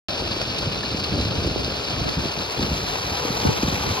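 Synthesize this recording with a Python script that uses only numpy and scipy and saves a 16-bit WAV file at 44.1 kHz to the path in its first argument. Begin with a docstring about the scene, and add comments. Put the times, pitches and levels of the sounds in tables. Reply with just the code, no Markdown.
"""The sound cuts in on a steady stream of water splashing onto wet ground in open, dry country with no walls to
echo: a fluttering spray of tiny impacts over a low churn of bubbles. From the start, gusts of wind buffet the
microphone. Single eddies soon thump it, heavier slaps of water land and a larger bubble plinks. From about 1.5
s small vortices rip across its two ports, and as it slowly turns the water grows brighter. One more bubble
plinks at the very end."""
import sys
import numpy as np
from scipy import signal
from scipy.fft import rfft, irfft
from scipy.io import wavfile

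SR = 44100
rng = np.random.default_rng(int(sys.argv[2]) if len(sys.argv) > 2 else 0)


def transcribe(u):
    """Save the signal u as a 16-bit wav file named by the first command-line argument.

    u: samples, shape (n,) or (channels, n), limited to [-1, 1]; the rate is SR.
    q: integer samples, one column per channel.
    """
    v = np.clip(np.atleast_2d(u).T, -1, 1)
    q = np.round(v * 32767).astype(np.int16)
    wavfile.write(sys.argv[1], SR, q)


N = 176400
TIME, FREQS = np.arange(N) / SR, np.arange(N // 2 + 1) * SR / N


def from_db(db):
    """Decibels to gain."""
    return 10 ** (np.asarray(db) / 20)


def unit_rms(x):
    """Scale to unit rms."""
    return x / np.sqrt(np.mean(x ** 2) + 1e-20)


def automation(rows):
    """A control curve through (seconds, value) points."""
    return np.interp(TIME, *np.transpose(rows))


def over_hz(points):
    """A curve through (Hz, value) points across the spectrum, on a log axis."""
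    hz, value = np.transpose(points)
    return np.interp(np.log(np.maximum(FREQS, 1)), np.log(hz), value)


def drift(rate_hz):
    """Smooth random modulation at unit rms."""
    return unit_rms(irfft(rfft(rng.standard_normal(N)) / (1 + (FREQS / rate_hz) ** 2), N))


def clicks(per_s, spread_db):
    """Random impacts, many small and a few large."""
    sizes = from_db(spread_db * np.minimum(rng.exponential(1, N), 4))
    return sizes * rng.choice([-1, 1], N) * (rng.random(N) < per_s / SR)


def grainy(per_s, spread_db, share):
    """Separate impacts carry a share of the power, over a smooth rush of countless small ones."""
    impacts = unit_rms(clicks(per_s, spread_db))
    return np.sqrt(share) * impacts + np.sqrt(1 - share) * rng.standard_normal(N)


def stereo(mid, side, correlation):
    """Left and right of a given correlation from two unrelated signals."""
    return np.sqrt((1 + correlation) / 2) * mid + np.sqrt((1 - correlation) / 2) * np.array([side, -side])


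def bubbles(low_hz=380, high_hz=5500, pitches=36, ring_cycles=40):
    """Trapped air rings briefly, rising a little in pitch as it fades by 60 dB."""
    births = clicks(per_s=1000, spread_db=2)
    pitch_index = rng.integers(0, pitches, N)
    churn = np.zeros(N)
    for k, hz in enumerate(np.geomspace(low_hz, high_hz, pitches)):
        life = ring_cycles / hz
        t = np.arange(int(life * SR)) / SR
        ring = hz * np.sin(2 * np.pi * hz * t * (1 + 0.16 * t / life)) * np.exp(-np.log(1000) * t / life)
        churn += signal.oaconvolve(births * (pitch_index == k), ring)[:N]
    return unit_rms(churn) * np.sqrt(2 * high_hz / SR)


def flicker(sound, depth_db=1.0):
    """Each of six overlapping octave bands flickers on its own."""
    spectra = rfft(sound)
    octave = np.log2(np.clip(FREQS, 500, 16000) / 500)
    bands = [irfft(spectra * np.maximum(1 - np.abs(octave - k), 0), N) for k in range(6)]
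    return sum(band * from_db(depth_db * drift(rate_hz=30)) for band in bands)


def splash(flutter_db=1.1, surge_db=0.2):
    """Spray and bubbles pulse as the stream breaks into lumps, with slaps on top: two unrelated spectra."""
    flow = from_db(flutter_db * drift(rate_hz=70) + surge_db * drift(rate_hz=12))
    grains = np.zeros((2, N))
    for layer in grains:
        spray = grainy(per_s=5000, spread_db=0.5, share=0.38)
        layer += spray + from_db(-5.5) * bubbles()
    return rfft(flicker(flow * grains + slaps())) * np.sqrt(SR / 2)


# The water's tone and stereo image. Each row: frequency in Hz, level in dB per Hz, left minus right in dB,
# phase lead of the left in radians, correlation, then the dB and the radians of lead a full turn adds.
WATER_IMAGE = [ (103, -84, 9, 1.5, 0.6, -6, 0.35), (280, -62.5, 1.5, -0.56, 0.56, -3.5, 0.29),
               (450, -62.5, 4, -.5, 0.97, 4.5, 1.4), (610, -62, 5, -0.65, 0.36, -2, -0.21),
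               (817, -67, 8, 0.5, 0.08, 7.5, 0.19), (1366, -68.5, -1, .5, 0.78, 4, 1.12),
               (1735, -71.5, -2, 1.25, 0.7, 1.5, -0.13), (2040, -74.5, -2.5, 2.5, 0.38, 6, -0.26),
               (2364, -67.5, 5.5, 3, 0.5, 3, 0.67), (3090, -65.5, 2.5, 3.0, 0.93, -1, 1.35),
               (3610, -68, -1.5, 4.5, 0.5, 0.5, 1.46), (4320, -65, -1, 6.5, 1, 0.5, 0.97),
               (4650, -65, 2, 6, 0.88, -1.8, 0.022), (5244, -69, -3, 7.5, 0.85, 0, 1.37),
               (5750, -72, 1.5, 8, 0.92, 7, 1.1), (6500, -79.5, -1, 9, 0.74, 6.5, 0.24),
               (7550, -85.5, -1, 8.6, .8, 10, 0), (8100, -84.5, 0, 9.42, 1, 2, 0),
               (9300, -81.3, 0, 9.42, 1, 4, 0), (11000, -85.3, 0, 9.42, 1, 11.5, 0),
               (12000, -89.5, 0, 9.45, .95, 11, .95), (14000, -94.3, 0, 10.6, .45, 9.3, .1),
               (15000, -97, 0, 11.4, .4, 2, 0), ]
# The microphone's slow turn. Each row: time in seconds, share of the full turn.
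MIC_TURN = [(0, 0), (1.3, .02), (2.0, .13), (2.4, .28), (2.7, .48), (3.1, .7), (3.4, .93), (4, 1.05)]


def water():
    """The splash reaches the two ports of a turning microphone, crossfading to a brighter tone."""
    curves = [over_hz(np.array(WATER_IMAGE)[:, [0, k]]) for k in range(1, 7)]
    level_db, balance_db, lead, correlation, turn_db, turn_lead = curves
    sides = np.array([[.5], [-.5]])
    ahead = stereo(*splash(), correlation) * from_db(level_db + sides * balance_db)
    ahead *= np.exp(1j * sides * lead)
    turned = ahead * from_db(turn_db) * np.exp(1j * sides * turn_lead)
    turn = automation(MIC_TURN)
    return (1 - turn) * irfft(ahead, N) + turn * irfft(turned, N)


# The rumble's EQ. Each row: frequency in Hz, relative level in dB.
WIND_EQ = [(15, -35.5), (28, -36), (45, -1), (65, 5), (100, 4), (160, 1), (260, -2.5), (420, -7.5),
           (750, -19.5), (1300, -32.5), (3000, -108.5)]
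# The rumble's stereo image. Each row: frequency in Hz, left-right correlation (1 is mono).
WIND_CORRELATION = [(50, 1), (130, 0.93), (300, 0.8), (800, 0.94)]
# The gusts, as a fader ride. Each row: time in seconds, level in dB before the trim.
GUST_RIDE = [(0.1, -35), (0.15, -38), (0.21, -31), (0.5, -34), (0.63, -30), (0.67, -24.5), (0.72, -32.5),
             (1.0, -30.5), (1.07, -31), (1.125, -22.5), (1.28, -26), (1.39, -27), (1.415, -30),
             (1.46, -19.5), (1.54, -31.5), (1.62, -28), (1.75, -32), (1.83, -39.5), (2.02, -23),
             (2.15, -39.5), (2.19, -19.5), (2.23, -32), (2.26, -23.5), (2.33, -46), (2.38, -29),
             (2.55, -45), (2.575, -28), (2.64, -23.5), (2.69, -34), (2.725, -24), (2.81, -37.5),
             (2.84, -27), (2.87, -37), (2.91, -28), (2.96, -37.5), (3.14, -31.5), (3.17, -38.5),
             (3.3, -30.5), (3.42, -29.5), (3.46, -29.5), (3.49, -26.5), (3.52, -29), (3.55, -36),
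             (3.61, -31), (3.64, -30.5), (3.73, -26), (3.85, -30), (3.91, -23), (3.96, -36), (4.0, -33)]


def wind(trim_db=-0.5):
    """Eddies tumble over the ports: a lumpy rumble that swells with each gust."""
    mid, side = [rfft(grainy(per_s=380, spread_db=3, share=0.58)) for _ in range(2)]
    eddies = stereo(mid, side, over_hz(WIND_CORRELATION))
    rumble = irfft(eddies * from_db(over_hz(WIND_EQ)), N)
    return unit_rms(rumble) * from_db(trim_db + automation(GUST_RIDE))


def swing(start, db, hz, swell_cycles, sag):
    """A short swing of pressure swells and dies away, its log pitch sinking by sag per cycle."""
    cycles = np.log1p(sag * np.maximum((TIME - start) * hz, 0)) / sag
    age = np.minimum(cycles / swell_cycles, 20)
    envelope = from_db(db) * (age * np.exp(1 - age)) ** 2
    return envelope * np.sin(2 * np.pi * (cycles + rng.random()))


# Wind thumps. Each row: start in seconds, peak in dB, starting pitch in Hz, attack in cycles.
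EDDY_THUMPS = [(.222, -15, 427, 0.42), (.367, -16.5, 450, 0.68), (.670, -21, 149, 0.7),
               (.945, -16.5, 310, 0.62), (1.120, -28, 262, 1.1), (1.158, -23.5, 220, 0.5),
               (1.185, -19.5, 380, 1.2), (1.254, -14.5, 189, 0.59), (1.380, -14.5, 148, 0.37),
               (1.447, -16.5, 570, 0.81), (1.461, -19, 220, 0.48), (1.473, -16, 380, .7),
               (1.560, -11.5, 484, 0.5), (1.679, -15, 523, 0.57), (2.175, -15.5, 200, 1.1),
               (2.255, -16, 313, 0.64), (2.593, -19, 344, 0.75), (2.626, -16.5, 300, 1.14),
               (2.678, -25, 380, 1.5), (2.714, -15.5, 258, 0.76), (3.251, -15.5, 483, 0.68),
               (3.303, -15, 273, 0.64), (3.450, -11.5, 320, 0.97), (3.468, -14, 110, 0.62),
               (3.486, -9, 183, 0.65), (3.631, -9.5, 350, 0.76), (3.645, -17, 119, 0.55),
               (3.678, -15.5, 288, 1.2), (3.723, -20, 380, 0.76), (3.738, -17.5, 220, 0.3),
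               (3.903, -16.5, 128, 0.74)]


def thumps():
    """Single eddies thump the microphone, diving in pitch as they slow."""
    return sum(swing(*thump, sag=0.25) for thump in EDDY_THUMPS)


# Accents in the splash. Each row: start in seconds, level in dB over the spray before the low cut.
WATER_SLAPS = [(0.415, 9), (0.511, -7.5), (0.584, 9), (0.998, 5.5), (1.037, 6.5), (1.21, 8.5), (1.844, 4),
               (2.071, 0.5), (2.089, 9.5), (2.143, 0), (2.315, 3), (2.778, -1), (3.065, -0.5),
               (3.388, -0.5)]


def slaps(decay_s=0.007, low_cut_hz=2600):
    """Heavier slaps of water land as bright ticks of noise."""
    envelope = sum(from_db(db) * (TIME >= start) * np.exp(-np.abs(TIME - start) / decay_s)
                   for start, db in WATER_SLAPS)
    low_cut = signal.butter(2, low_cut_hz, "high", fs=SR, output="sos")
    return signal.sosfilt(low_cut, envelope * rng.standard_normal((2, N)))


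# Bubble plinks. Each row: start in seconds, peak in dB, starting pitch in Hz, attack in cycles.
BUBBLE_PLINKS = [(.832, -27.5, 1750, 4.9), (3.972, -25.5, 1060, 6.6)]


def plinks():
    """Larger bubbles ring out at an almost steady pitch."""
    return sum(swing(*plink, sag=0.002) for plink in BUBBLE_PLINKS)


# Wind rips. Each row: start in seconds, hold in seconds, level in dB, top of the band in Hz.
VORTEX_RIPS = [(1.562, 0.05, -34, 500), (2.05, 0.064, -30, 595), (2.083, 0.0064, -24, 1490),
               (3.455, 0.015, -20, 830), (3.496, 0.0049, -23, 735), (3.51, 0.061, -32, 450),
               (3.864, 0.01, -27, 650)]


def rips(fade_s=0.0062, low_cut_hz=110):
    """Vortices smaller than the port spacing push the two sides apart: short, wide, rasping flaps."""
    flaps = np.zeros((2, N))
    for start, hold, db, top_hz in VORTEX_RIPS:
        outside_s = np.maximum(np.maximum(start - TIME, TIME - start - hold), 0)
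        band = signal.butter(3, [low_cut_hz, top_hz], "band", fs=SR, output="sos")
        swirl = unit_rms(signal.sosfilt(band, rng.standard_normal((2, N))))
        flaps += from_db(db) * np.exp(-outside_s / fade_s) * stereo(*swirl, correlation=-0.91)
    return flaps


def scene():
    """Splashing water, with wind on the microphone."""
    return water() + plinks() + wind() + thumps() + rips()


def record(dry):
    """The sound cuts in hard, and a steep high cut takes off the very top."""
    start_s, stopband_hz = 0.085, 16200
    high_cut = signal.cheby2(12, 60, stopband_hz, fs=SR, output="sos")
    return signal.sosfilt(high_cut, dry * (TIME >= start_s))


dry = scene()
out = record(dry)
transcribe(out)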